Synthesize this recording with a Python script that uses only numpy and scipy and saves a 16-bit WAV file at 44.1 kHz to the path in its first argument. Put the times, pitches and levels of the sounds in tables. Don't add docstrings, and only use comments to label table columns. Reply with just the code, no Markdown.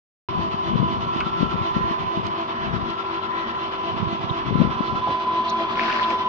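import sys
import numpy as np
from scipy import signal
from scipy.fft import rfft, irfft, next_fast_len
from scipy.io import wavfile
from scipy.ndimage import uniform_filter1d

SR = 44100
rng = np.random.default_rng(int(sys.argv[2]) if len(sys.argv) > 2 else 0)


def log_audio(samples):
    frames = np.atleast_2d(samples).T
    limited = np.clip(frames, -1, 1)
    pcm = np.round(limited * 32767).astype(np.int16)
    wavfile.write(sys.argv[1], SR, pcm)


def volts_from_db(level):
    exponent = np.asarray(level, float) / 20
    return 10 ** exponent


N = 277124

START_S, FADE_IN_S = .2866, .0006
PINION_TEETH, WHEEL_TEETH, WHEEL_TURN_AT_1S = 7, 83, .049
# time in seconds, shaft turns per second.
SHAFT_SPEED = [(0.28, 48.054), (0.9, 48.006), (1.5, 48.155), (2.1, 48.093), (2.7, 48.004), (3.3, 48.109),
               (3.9, 48.057), (4.5, 48.021), (5.1, 48.017), (5.7, 48.045), (6.28, 48.017)]
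RUNOUT = [(0, 0.26, 0.7), (.09, -0.89, 0.39), (.17, -0.93, 1.1), (.26, -0.74, 0.43), (.33, 0.36, 0.59),
          (.42, 0.57, 1.4), (.5, 0.36, 1), (.62, 0.8, 0.92), (.76, 1.1, .85), (.88, 0.64, 1.13),
          (1, 0.26, 0.7)]
OVERTONES = [(0, 0, .4, 3.1, .3, 3.1, .3, 0), (.05, -.4, .6, 2.6, .6, .5, .6, -.8),
             (.15, -1, 1, 2.4, 1.8, -.3, 1.4, -.9), (.25, -.9, .8, 2.7, .7, -1.2, .3, -3.3),
             (.35, -.1, .4, 3.3, .9, -1.1, .5, -3), (.45, .8, .2, -.2, .5, -1.8, .4, -2.7),
             (.55, .9, .7, .6, 1.3, -2.5, .9, -3.6), (.65, 1.4, 1.3, .8, .9, -3, .8, -3.3),
             (.75, 1.7, 2.1, 1.1, .6, -2.6, 1.6, -2.8), (.8, 1.7, 1.6, 1, .7, -1.9, 2.3, -3.2),
             (.9, .9, .7, -.6, 1.3, -2.1, .5, -3.1), (.95, .4, .4, -1.7, 1, -2.5, .6, -1.3),
             (1, 0, .4, -3.18, .3, -3.18, .3, 0)]
MESH_DB = [
    [-39.5],
    [-40.5],
]
SECOND_LEAD = (-1.65, 1.5)
# level in dB, swell in dB, loudest at share of the 83-turn cycle, share of the third's
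# left-right sway, dB gained facing the winch, lag of the sway in seconds.
SECOND_LEVEL = (-42, 4, 0.3, 1.1, 2.5, -2)
# time in seconds, left dB, right dB, rad the left leads by.
THIRD = [(0.28, -28, -28, 2.25), (0.6, -26.5, -29.5, 3.25), (0.9, -27.5, -27, 4.17),
         (1.5, -27.5, -28.5, 2.63), (1.8, -29.5, -23, 3.06), (2.1, -31.5, -25.5, 2.8),
         (2.4, -29.5, -32, 3.8), (3.0, -33, -32.5, 4.3), (3.3, -27, -33.0, 4.55), (3.6, -33, -30, 4.37),
         (3.9, -29, -31.5, 4.4), (4.2, -32.5, -30, 3.88), (4.8, -36.5, -27, 4.7), (5.1, -27, -24, 5.7),
         (5.4, -22.5, -23, 6.3), (5.7, -30, -27.5, 5.7), (6.0, -24, -23.5, 7), (6.28, -23.5, -25, 5.6)]
# time in seconds, left dB, right dB.
FOURTH = [(.4, -45, -47.5), (.9, -57, -44.5), (1.15, -38.5, -36), (1.5, -42, -32.5), (1.9, -38, -40),
          (2.2, -55.5, -45), (2.6, -43, -34.5), (2.9, -31, -43.5), (3.2, -32, -38.5), (3.6, -34.5, -47),
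          (4.1, -46, -42), (4.5, -47, -34.5), (4.9, -41.5, -30.5), (5.2, -48.5, -41), (5.5, -40.5, -44.5),
          (5.9, -44.5, -48), (6.2, -37, -36.5)]
# start in rad, drift in rad per second, rad gained between swells, first swing in rad,
# settling time in seconds.
FOURTH_LEAD = (.1, .62, 1.9, -7, .45)
SWELL_AT = .8
# time in seconds, left dB, right dB, rad the left leads by.
NINTH = [(.4, -48.5, -47.5, 1.5), (1.1, -46, -48, -0.2), (1.5, -45, -54, 1), (2.2, -49.5, -50, -0.6),
         (2.6, -55.5, -47, -0.2), (3.3, -45, -62, -4), (3.9, -42, -60, -2.5), (4.3, -48.5, -52.5, -3.5),
         (4.7, -51, -49.5, -5.5), (5.2, -44, -54.5, -8), (5.6, -52.5, -51.5, -3.5), (6.2, -43, -48, -4)]
HUM_ORDERS = [2, 8, 15, 16, 18, 19, 24.22, 23.66, 17.65]
# left dB, right dB.
HUM_DB = [(-53.5, -54), (-39, -41), (-53, -52), (-52, -46), (-52, -54.5), (-66, -58), (-64.5, -63),
          (-58.5, -54.5), (-57.5, -56.5)]
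SIDE_ORDERS = [20, 22, 23, 25]
SIDE_DB = [-47, -45, -47, -56]
HIGH_ORDERS = [27, 32, 35, 41, 42, 56, 84, 70, 72, 147]
# dB against the grind, share that throbs with the tooth force, left over right in dB.
HIGH = [(-14, .3, .1), (-23, .54, 0.9), (-13.5, 0.37, 0.8), (-18.5, 0.28, -1.4), (-17.5, 0.91, -2.5),
        (-16, .64, 2), (-20, 0.84, 0.3), (-18.5, 0.54, 2.5), (-16.5, 0.3, 3), (-44, .2, -0.5)]
# middle in seconds, length in seconds, level in dB.
BOOM = [
    (1.1, 2.6, -44.5),
    (2.65, 1, -41),
    (3.42, 0.44, -41.5),
    (4.6, 1.3, -39),
    (5.8, 1.1, -37),
]
BOOM_HZ = 229.4
# pitch in Hz, level in dB per Hz.
CASE = [(40, -14), (230, 5.5), (500, 3.5), (680, 6), (820, 1.5), (1020, 14.5), (1250, 6), (1600, -1),
        (3300, -3), (4500, -10), (5900, -19), (6500, -28.5), (7200, -29.5), (8600, -51)]
DIP_DB = -1
GRIND_DB = [
    [-38.6],
    [-37.5],
]
# pitch in Hz, how far the grind follows the tooth force.
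THROB = [(400, 0.087), (1500, 0.67), (3000, 1.2), (6000, 1.3)]
# pitch in Hz, likeness of the two microphones from 0 to 1.
ALIKE = [(100, 0.38), (330, 1), (1000, 0.26), (3000, 0.43), (6000, 0.12)]
# pitch in Hz, rad the left leads by.
LEAD_AWAY = [(0, 6.5), (520, -1.55), (950, -1), (3010, -7), (3360, -9.5), (5430, -11.5), (6030, -16),
             (6800, -8)]
# pitch in Hz, rad the left leads by.
LEAD_FACING = [(0, 5.5), (1030, -2), (2670, -2.5), (3360, -2), (4820, -4), (6030, -18), (6550, -11),
               (6800, -3)]
# time in seconds, facing the winch from 0 to 1, gain from coming closer in dB.
TURN = [(0, 0.2, -1.5), (1, 0.24, 0.3), (1.6, 0.27, 2), (2.2, 0.19, -0.14), (4.5, 0.26, 0.7),
        (5.3, 0.6, 2.5), (5.9, .8, 5.5), (6.3, 1., 2.5)]
NEAR_SHARE = [
    [1.1],
    [0.28],
]
# pitch in Hz, change in dB.
HAND_SHADE = [(300, 0), (2500, 1), (4400, -2), (6700, -3)]
# middle in seconds, length in seconds, strength in dB.
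GRIP = [
    (3.3, 2, 1.7),
]
# pitch in Hz, change in dB.
CUP = [(1200, 1.3), (1750, 3), (2300, -1.3), (3300, 0.9), (5000, -5)]
SHADE_DB, SHADE_HZ = -11, 555
# pitch in Hz, level in dB per Hz.
WIND_COLOUR = [(15, -39.5), (40, -10), (90, -6), (190, -3), (270, -11.5), (420, -16), (700, -42),
               (1200, -66.5)]
CALM_DB = [
    [-48],
    [-48],
]
# middle in seconds, length in seconds, level in dB, microphone (0 left, 1 right).
GUSTS = [(0.383, 0.2, -26.5, 0), (.48, .25, -33, 1), (0.767, .2, -22, 0), (.72, .14, -29.5, 1),
         (.85, .08, -25, 0), (0.902, .22, -29, 1), (1.0, 0.21, -28, 0), (1.06, .1, -32, 1),
         (1.2, .1, -31, 1), (1.22, 0.36, -34, 0), (1.365, 0.14, -35, 1), (1.43, .12, -23.5, 0),
         (1.57, 0.16, -28, 0), (1.7, 0.087, -36, 1), (1.826, 0.18, -26.5, 0), (2.03, 0.13, -29.5, 0),
         (2.239, 0.15, -28, 0), (2.3, 0.86, -47, 0.93), (2.75, 0.28, -25, 0), (3.5, 1.1, -43, 0),
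         (4.02, .23, -27, 1), (4.1, 0.56, -40, 0.021), (4.25, 0.26, -33.5, 1), (4.53, 0.14, -34, 1),
         (4.59, 0.26, -20, 0), (4.76, 0.21, -31.5, 0.0071), (4.938, 0.15, -27, 0),
         (5.102, 0.41, -34.5, 0.033), (5.1, .1, -37, 0.97), (5.6, .8, -44, 0.05)]
# time in seconds, peak in dB, pitch in Hz, microphone (0 left, 1 right),
# direction (1 push, -1 pull).
THUMPS = [(.394, -18, 190, 0, -1.1), (.545, -17, 197, 0, -0.92), (.716, -18, 188, 0.12, -1),
          (.735, -15.5, 175, 0, 1), (.759, -4, 177, 0, -0.93), (.802, -10.5, 170, 0, -1.14),
          (0.819, -14, 165, 0, -1), (.83, -8.5, 205, 0, -1.04), (.928, -17, 200, 1, 0.93),
          (.971, -18, 182, 0.93, -1.1), (1.163, -14.5, 244, 1, 1), (1.267, -16.5, 181, 0.077, -1),
          (1.41, -10.5, 160, 0, -1.06), (1.431, -5.5, 210, 0, -1.1), (1.544, -11, 189, 0, -0.81),
          (1.557, -13, 185, 0, 0.89), (1.615, -15, 134, 0, -0.88), (1.768, -11.5, 192, 0, -1.15),
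          (1.783, -17.5, 190, 0, -1), (1.812, -15.5, 190, 0, -0.95), (1.912, -15.5, 196, 0, -1),
          (2.175, -15, 193, 0, 1), (2.196, -18, 190, 0, 0.91), (2.742, -15, 168, 0.078, 0.9),
          (2.767, -14.5, 166, 0, -0.93), (3.968, -18.5, 181, 1, -1), (4.03, -14.5, 166, 1, 0.93),
          (4.074, -17.5, 130, 1, 0.89), (4.13, -19, 190, 1, -0.94), (4.245, -17.5, 146, 1, -0.95),
          (4.312, -15, 136, 1, 0.89), (4.51, -13.5, 203, 0, -0.96), (4.528, -13.5, 182, 0, -0.95),
          (4.557, -8, 213, 0, -1.2), (4.604, -4, 196, 0, 0.91), (4.618, -0.5, 210, 0, -1),
          (4.651, -10, 195, 0, 1), (4.674, -20, 200, 0, -1), (4.808, -9.5, 226, 0.1, 1),
          (4.928, -15, 140, 0, 1)]
# time in seconds, peak in dB, left over right in dB, seconds to fall by 60 dB.
TICKS = [(1.2037, -13.5, -1.5, 0.016), (2.2663, -11.5, -6, 0.017), (2.9024, -19.5, -1.5, 0.028),
         (5.5697, -37, 8, 0.031), (5.6474, -36, -4.5, 0.035), (5.7922, -29, 2.5, 0.021),
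         (5.895, -30.5, 8, 0.037), (5.9244, -23, 5.5, 0.027), (5.9942, -32, 1.5, 0.052),
         (6.0312, -15.5, 2, 0.013), (6.1016, -16, 5.5, 0.013)]
KNOCK_S = [1.204, 1.205, 2.35, 5.073, 5.078, 5.79, 5.897, 5.995, 6.108]
# peak in dB, pitch in Hz, width in Hz, seconds to fall by 60 dB.
KNOCKS = [(-20.5, 1300, 300, 0.14), (-21.5, 2500, 510, 0.08), (-24, 1100, 740, 0.049), (-20, 830, 220, 0.1),
          (-18, 270, 330, 0.18), (-24.5, 2000, 570, 0.049), (-17, 1500, 380, 0.071),
          (-17.5, 1200, 900, 0.029), (-21.5, 700, 900, 0.21)]
# pitch in Hz, level in dB per Hz.
SOLE = [(300, -19.5), (550, -2.5), (1500, 4), (2000, -3.5), (2500, -3), (3300, -10), (4700, -9.5),
        (7000, -32), (9000, -55)]
# start in seconds, end in seconds, level in dB.
SCUFFS = [
    (5.788, 5.857, -31),
    (5.897, 5.929, -32.5),
    (5.955, 6.037, -32.5),
    (6.109, 6.11, -38),
]
SCUFF_RISE_DB_PER_S, SCUFF_FALL_DB_PER_S = 259.5, 171
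# middle in seconds, length in seconds, pitch in Hz, level in dB.
STONES = [(5.6, .02, 1700, -37), (5.757, 0.0072, 3000, -34), (5.796, 0.013, 2100, -25.5),
          (5.82, .05, 2400, -27), (6.4, .04, 4900, -32.5), (5.85, 0.042, 1900, -36),
          (5.885, .04, 1600, -32.5), (5.918, 0.056, 2550, -24.5), (2.5, 0.07, 3500, -37.5),
          (7.4, .025, 1600, -28.5), (5.973, 0.027, 2600, -28.5), (5.5, 0.079, 4000, -31.5),
          (5.994, 0.023, 1300, -27.5), (4.3, 0.021, 3500, -28.5), (6.04, 0.038, 3200, -26.5),
          (6.04, 0.031, 3900, -30.5), (5.5, .012, 5700, -31), (6.108, 0.034, 2300, -32.5),
          (5.86, .15, 550, -40)]
STONE_WIDTH = .13
# time in seconds, peak in dB, pitch in Hz, left over right in dB.
CRACKS = [(1.2045, -17, 2600, -3.5), (1.2091, -21.5, 2400, -2.5), (1.2145, -23, 1405, -2),
          (2.2682, -27, 5180, 0.5), (5.0745, -14, 788, 0), (5.6, -24, 2025, 3), (5.7558, -22, 2860, 1.5),
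          (5.773, -20.5, 2090, 1.5), (5.7876, -21, 2370, 4), (5.7945, -13, 1900, 4.5),
          (5.7957, -12, 2253, 3.5), (5.8091, -15.5, 2475, 5.5), (5.8152, -19.5, 3050, 4),
          (5.8225, -20, 2435, 4), (5.835, -19.5, 2100, 8), (5.845, -23.5, 2464, 1.5),
          (5.8834, -17.5, 1930, 3), (5.9012, -19, 1718, 5.5), (5.9164, -19.5, 3170, 3),
          (5.9277, -15.5, 2480, 4), (5.9538, -21.5, 1935, 4), (5.9615, -16.5, 2430, 3),
          (5.9905, -17.5, 1917, 2), (5.9969, -13, 1760, 4), (6.0305, -18, 3250, 1.5),
          (6.1055, -18, 2400, 0)]
CRACK_CYCLES, CRACK_EDGE_DB = 2.2, -8
# start in seconds, length in seconds, top pitch in Hz, level in dB.
CAWS = [
    (1.671, 0.33, 1883, -41.5),
    (2.48, .29, 1850, -39),
    (3.28, .28, 1960, -37.5),
]
CAW_ARCH, CAW_ROUGH = .14, .7
CAW_BEAT_HZ = 126.7
CAW_BEATS = [-9, -12, -3.5]
# delay in seconds, level in dB.
CAW_ECHOES = [
    (0, 0),
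    (.035, -6),
    (.12, -8),
]
GATES_HZ = np.arange(5850, 8700, 170)
KEEP_DB = -87


def evened(x):
    return x / np.sqrt(np.mean(abs(x) ** 2) + 1e-20)


def read(points, hz):
    f, value = np.transpose(points)
    return np.interp(np.log(hz + 1), np.log(f + 1), value)


def play(rows, t=None):
    s, *columns = np.transpose(rows)
    at = np.arange(N) / SR if t is None else t
    return np.array([np.interp(at, s, column) for column in columns])


def add(mix, s, sound):
    part = mix[..., round(s * SR):][..., :sound.shape[-1]]
    part += sound[..., :part.shape[-1]]


def colour(x, points):
    size = next_fast_len(N, True)
    gain = volts_from_db(read(points, np.fft.rfftfreq(size, 1 / SR)))
    return evened(irfft(rfft(x, size) * gain, size)[..., :N])


def flutter(width_hz):
    keep = np.exp(-np.pi * width_hz * 32 / SR)
    step = np.arange(N // 32 + 2) * 32
    a, b = signal.lfilter([1], [1, -keep], rng.standard_normal((2, len(step))))
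    return np.interp(np.arange(N), step, evened(a + 1j * b))


def steadied(x):
    return x / np.sqrt(abs(uniform_filter1d(x ** 2, size=SR // 10)) + 1e-6)


def swells(rows, t=None):
    step = np.arange(0, N + 128, 128) / SR
    power = sum(volts_from_db(2 * db) * np.exp(-8 * ((step - s) / length) ** 2) for s, length, db in rows)
    return np.interp(np.arange(N) / SR if t is None else t, step, np.sqrt(power))


def noise_band(low_hz, high_hz, order):
    return signal.butter(order, [low_hz, high_hz], "band", fs=SR, output="sos")


def gears():
    shaft = np.cumsum(play(SHAFT_SPEED)[0]) / SR
    wheel = (shaft - shaft[SR]) * PINION_TEETH / WHEEL_TEETH + WHEEL_TURN_AT_1S
    return shaft, wheel % 1


def tone(shaft, order, lead, rough, width_hz, slip=0):
    angle = 2 * np.pi * ((order * shaft + rng.random()) % 1) + slip
    waver = 1 + rough * flutter(width_hz)
    ports = np.array([angle + lead, angle], np.float32)
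    return np.sqrt(2 / (1 + rough ** 2)) * (waver.real * np.cos(ports) - waver.imag * np.sin(ports))


def turned():
    facing = play(TURN)[0]
    return (facing - facing[0]) / (1 - facing[0])


def second_lead():
    return SECOND_LEAD[0] + SECOND_LEAD[1] * np.minimum(2 * turned(), 1)


def mesh_whine(shaft, wheel, strength):
    first, second, slip_2, fourth, slip_4, high, slip_high = play(OVERTONES, wheel)
    third, ninth, t = play(THIRD), play(NINTH), np.arange(N) / SR
    out = volts_from_db(MESH_DB) * evened(first) * tone(shaft, PINION_TEETH, -.15, rough=0.28, width_hz=4.3)

    mean_db, swell_db, loudest, sway, facing_db, lag_s = SECOND_LEVEL
    lean_db = uniform_filter1d(np.roll(third[0] - third[1], round(lag_s * SR)), size=SR // 3)
    db = mean_db + swell_db * np.cos(2 * np.pi * (shaft / WHEEL_TEETH - loudest))
    db = db + sway * lean_db * [[.5], [-.5]] + facing_db * turned()
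    whine = tone(shaft, 2 * PINION_TEETH, second_lead(), rough=.7, width_hz=30, slip=slip_2)
    out += volts_from_db(db) * evened(.6 + second) * whine

    whine = tone(shaft, 3 * PINION_TEETH, third[2], rough=.15, width_hz=30)
    out += volts_from_db(third[:2] + .3) * evened(strength) * whine

    start, drift, between, swing, settle_s = FOURTH_LEAD
    lead_4 = start + drift * t + swing * np.exp(-(t - START_S) / settle_s)
    lead_4 += between * np.sin(np.pi * (shaft / WHEEL_TEETH - SWELL_AT)) ** 2
    whine = tone(shaft, 4 * PINION_TEETH, lead_4, rough=0.64, width_hz=25, slip=slip_4)
    out += volts_from_db(play(FOURTH)) * evened(fourth) * whine

    whine = tone(shaft, 9 * PINION_TEETH, ninth[2], rough=.35, width_hz=22, slip=slip_high)
    return out + volts_from_db(ninth[:2]) * evened(0.83 + high) * whine


def motor_hum(shaft):
    out, lead, third = np.zeros((2, N)), second_lead(), play(THIRD)
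    for order, (left_db, right_db) in zip(HUM_ORDERS, HUM_DB):
        hum = tone(shaft, order, lead * (order > 10), rough=0.2, width_hz=7.4)
        out += volts_from_db([[left_db], [right_db]]) * hum
    for order, db in zip(SIDE_ORDERS, SIDE_DB):
        lean_db = .5 * (third[:2] - third[:2].mean())
        out += volts_from_db(db + lean_db) * tone(shaft, order, lead - .4, rough=.35, width_hz=12)
    return out


def high_whine(shaft, wheel, force):
    out, facing, grind_db = np.zeros((2, N)), play(TURN)[0], grind_level()
    slip_high = play(OVERTONES, wheel)[-1]
    for order, (db, share, pan_db) in zip(HIGH_ORDERS, HIGH):
        hz, drift = order * SHAFT_SPEED[0][1], flutter(0.41)
        lead = (1 - facing) * read(LEAD_AWAY, hz) + facing * read(LEAD_FACING, hz) + .7 * drift.real
        lean = volts_from_db((2.2 * drift.imag + pan_db / 2) * [[1], [-1]])
        throb = evened(1 - share + share * force ** 2) * lean
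        slip = slip_high * (order % PINION_TEETH == 0)
        out += volts_from_db(db + grind_db) * throb * tone(shaft, order, lead, rough=.5 * share, width_hz=30, slip=slip)
    return out


def boom_hum():
    sway = np.exp(2j * np.pi * BOOM_HZ * np.arange(N) / SR) * (.7 + flutter(19))
    return swells(BOOM) * sway.real


def grind_level():
    return GRIND_DB + NEAR_SHARE * play(TURN)[1]


def grind(force):
    frames, hz = N // 128 + 5, np.fft.rfftfreq(512, 1 / SR)
    t = np.arange(frames) * 128 / SR
    a, b, c, d, patches = rng.standard_normal((frames, 257, 5)).T
    patches = uniform_filter1d(uniform_filter1d(patches, size=5, axis=0), size=30, axis=1)
    patches = evened(patches)
    press_db = 6.0 * (np.interp(t * SR, np.arange(N), abs(force)) - .6)
    facing = play(TURN, t)[0]
    lead = (1 - facing) * read(LEAD_AWAY, hz)[:, None] + facing * read(LEAD_FACING, hz)[:, None]
    same, right = np.clip(read(ALIKE, hz), 0, 1)[:, None], a + 1j * b
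    left = same * right * np.exp(1j * lead) + np.sqrt(1 - same ** 2) * (c + 1j * d)
    z = np.array([left, right])
    z[0] *= volts_from_db(read(HAND_SHADE, hz)[:, None] + read(CUP, hz)[:, None] * swells(GRIP, t))
    z[1] *= volts_from_db(SHADE_DB * np.exp(-((hz[:, None] - SHADE_HZ) / 130) ** 2) * (1 - facing))
    shape = volts_from_db(read(CASE, hz) - 51 * (hz > CASE[-1][0] + 500))
    z *= shape[:, None] * volts_from_db(read(THROB, hz)[:, None] * press_db + 1.3 * patches)
    z *= volts_from_db(DIP_DB * np.exp(-((hz - 1800) / 450) ** 2))[:, None]
    high = hz > 1500
    treble = np.sqrt(np.mean(abs(z[:, high]) ** 2) * np.mean(high) / np.mean(abs(z) ** 2))
    scrape = evened(signal.istft(z, nperseg=512, noverlap=384)[1][:, :N])
    return volts_from_db(grind_level() - 2.0) * scrape / treble


def winch():
    shaft, wheel = gears()
    force, strength = play(RUNOUT, wheel)
    tones = mesh_whine(shaft, wheel, strength) + motor_hum(shaft) + high_whine(shaft, wheel, force)
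    return tones + boom_hum() + grind(force)


def scuff():
    clumps = 1.7 * volts_from_db(1.5 * flutter(60).real) * rng.standard_normal((2, N))
    rub = colour(crunch(per_s=260) + clumps, SOLE)
    t, drag = np.arange(N) / SR, 0
    for start, end, db in SCUFFS:
        outside_db = np.maximum(SCUFF_RISE_DB_PER_S * (start - t), SCUFF_FALL_DB_PER_S * (t - end))
        drag = drag + volts_from_db(db - np.maximum(outside_db, 0))
    return rub * drag * volts_from_db([[1.1], [-3.0]])


def crunch(per_s):
    out, t = np.zeros((2, SR)), np.arange(300) / SR
    for hz in np.geomspace(900, 7000, 14):
        size = volts_from_db(3.5 * np.minimum(rng.exponential(1, SR), 3.5)) * (rng.random(SR) < per_s / SR)
        ring = signal.oaconvolve(size, np.sin(2 * np.pi * hz * t) * np.exp(-t * hz / 2.2) * hz)[:SR]
        out += [ring, np.roll(ring, rng.integers(0, 30))]
    return np.tile(evened(out), 7)[:, :N]


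def stones():
    out = np.zeros((2, N))
    for s, length, hz, db in STONES:
        t = np.arange(-length, length, 1 / SR)
        band = noise_band(hz * (1 - STONE_WIDTH), hz * (1 + STONE_WIDTH), 2)
        ring = signal.sosfiltfilt(band, rng.standard_normal((2, 7 * SR // 20)))[:, :len(t)]
        level = volts_from_db(db - 5.0) * volts_from_db([[1.5], [-1.5]])
        add(out, s - length, level * evened(ring) * np.exp(-8 * (t / length) ** 2))
    return out


def cracks():
    out, t = np.zeros((2, N)), np.arange(600) / SR
    for (s, db, hz, pan_db), (spread, lag) in zip(CRACKS, rng.random((len(CRACKS), 2))):
        turns = hz * t
        edge = np.exp(-turns / 2) * np.sin(2 * np.pi * turns * (1.4 + 0.78 * spread))
        ring = np.sin(2 * np.pi * turns) + volts_from_db(CRACK_EDGE_DB) * edge
        snap = 1.5 * (1 - np.exp(-turns / .4)) * np.exp(-turns / CRACK_CYCLES) * ring
        add(out[0], s - 1 / hz, volts_from_db(db + pan_db / 2) * snap)
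        add(out[1], s - 1 / hz - lag * .0002, volts_from_db(db - pan_db / 2) * snap)
    return signal.sosfilt(signal.butter(4, 5000, fs=SR, output="sos"), out)


def grit():
    out, t = np.zeros((2, N)), np.arange(9000) / SR
    for s, db, pan_db, t60 in TICKS:
        tick = evened(signal.sosfilt(noise_band(1590, 5000, 3), rng.standard_normal((2, 9000))))
        lean_db = np.array([[pan_db / 2], [-pan_db / 2]])
        add(out, s, tick * (1 - np.exp(-t / .0006)) * volts_from_db(db - 15.5 - 60 * t / t60 + lean_db))
    for s, (db, hz, width_hz, t60) in zip(KNOCK_S, KNOCKS):
        band = noise_band(hz - width_hz / 2, hz + width_hz / 2, 2)
        knock = evened(signal.sosfilt(band, rng.standard_normal(9000)))
        add(out, s, knock * volts_from_db(db - 5.5 - 60 * t / t60) * (1 - np.exp(-t / 0.0014)))
    return out


def wind():
    lumps = [volts_from_db(3.5 * np.clip(flutter(40).real, -2, 1.3)) for _ in range(2)]
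    gusts = [swells([row[:3] for row in GUSTS if row[3] == port]) for port in range(2)]
    rumble = np.array([colour(lump * rng.standard_normal(N), WIND_COLOUR) for lump in lumps])
    return np.hypot(volts_from_db(CALM_DB), gusts) * steadied(rumble)


def wind_thumps():
    out, t = np.zeros((2, N)), np.arange(-600, 600) / SR
    for (s, db, hz, port, way), phase in zip(THUMPS, rng.random((len(THUMPS), 1))):
        bell = np.exp(-(t * hz / 0.73) ** 2)
        push = bell * np.cos(2 * np.pi * (hz * t + 0.22 * (phase - .5)))
        push += volts_from_db(-11 + 0.13 * db) * bell ** 3 * np.cos(2 * np.pi * 2.43 * hz * t)
        add(out[int(port)], s - 600 / SR, way * volts_from_db(db + 1.5) * push)
    return out


def crow():
    out, rasp = np.zeros((2, N)), np.array([evened(1 + CAW_ROUGH * flutter(120)) for _ in range(2)])
    for s, length, top_hz, db in CAWS:
        arch = np.sin(np.pi * np.arange(0, 1, 1 / (length * SR)) ** .75)
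        voice = np.exp(2j * np.pi * np.cumsum(top_hz * (1 - CAW_ARCH * (1 - arch))) / SR)
        beat = np.exp(-2j * np.pi * CAW_BEAT_HZ * np.arange(len(arch)) / SR)
        voice = voice * (1 + sum(volts_from_db(line_db) * beat ** (k + 1) for k, line_db in enumerate(CAW_BEATS)))
        shake = rasp[:, round(s * SR):][:, :len(arch)]
        caw = volts_from_db(db) * np.sqrt(abs(arch)) * (voice * shake).real
        add(out, s, caw * [[-1], [1]])
    return sum(volts_from_db(db) * np.roll(out, round(delay * SR), axis=1) for delay, db in CAW_ECHOES)


def scene():
    foot = scuff() + stones() + cracks()
    return winch() + foot + grit() + wind() + wind_thumps() + crow()


def band_limit(x):
    return signal.sosfilt(signal.butter(12, 8000, fs=SR, output="sos"), x)


def record(dry):
    hz, t, z = signal.stft(dry, SR, nperseg=1024, noverlap=512)
    for low_hz, high_hz in zip(GATES_HZ, GATES_HZ[1:]):
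        band = (hz >= low_hz) & (hz < high_hz)
        power = np.mean(abs(z[:, band]) ** 2, axis=1, keepdims=True)
        power_db = 10 * np.log10(abs(uniform_filter1d(power, size=3, axis=2)) + 1e-20)
        whim_db = 2.3 * evened(uniform_filter1d(rng.standard_normal(power.shape), size=12, axis=2))
        z[:, band] /= 1 + volts_from_db(6 * np.clip(KEEP_DB + whim_db - power_db, -9, 9))
    z = z * (hz < GATES_HZ[-1])[:, None]
    gated = signal.istft(z, SR, nperseg=1024, noverlap=512)[1][:, :N]
    fade_in = np.clip((np.arange(N) / SR - START_S) / FADE_IN_S, 0, 1)
    return band_limit(1.2 * np.tanh(gated / 1.2) * fade_in)


dry = scene()
out = record(dry)
log_audio(out)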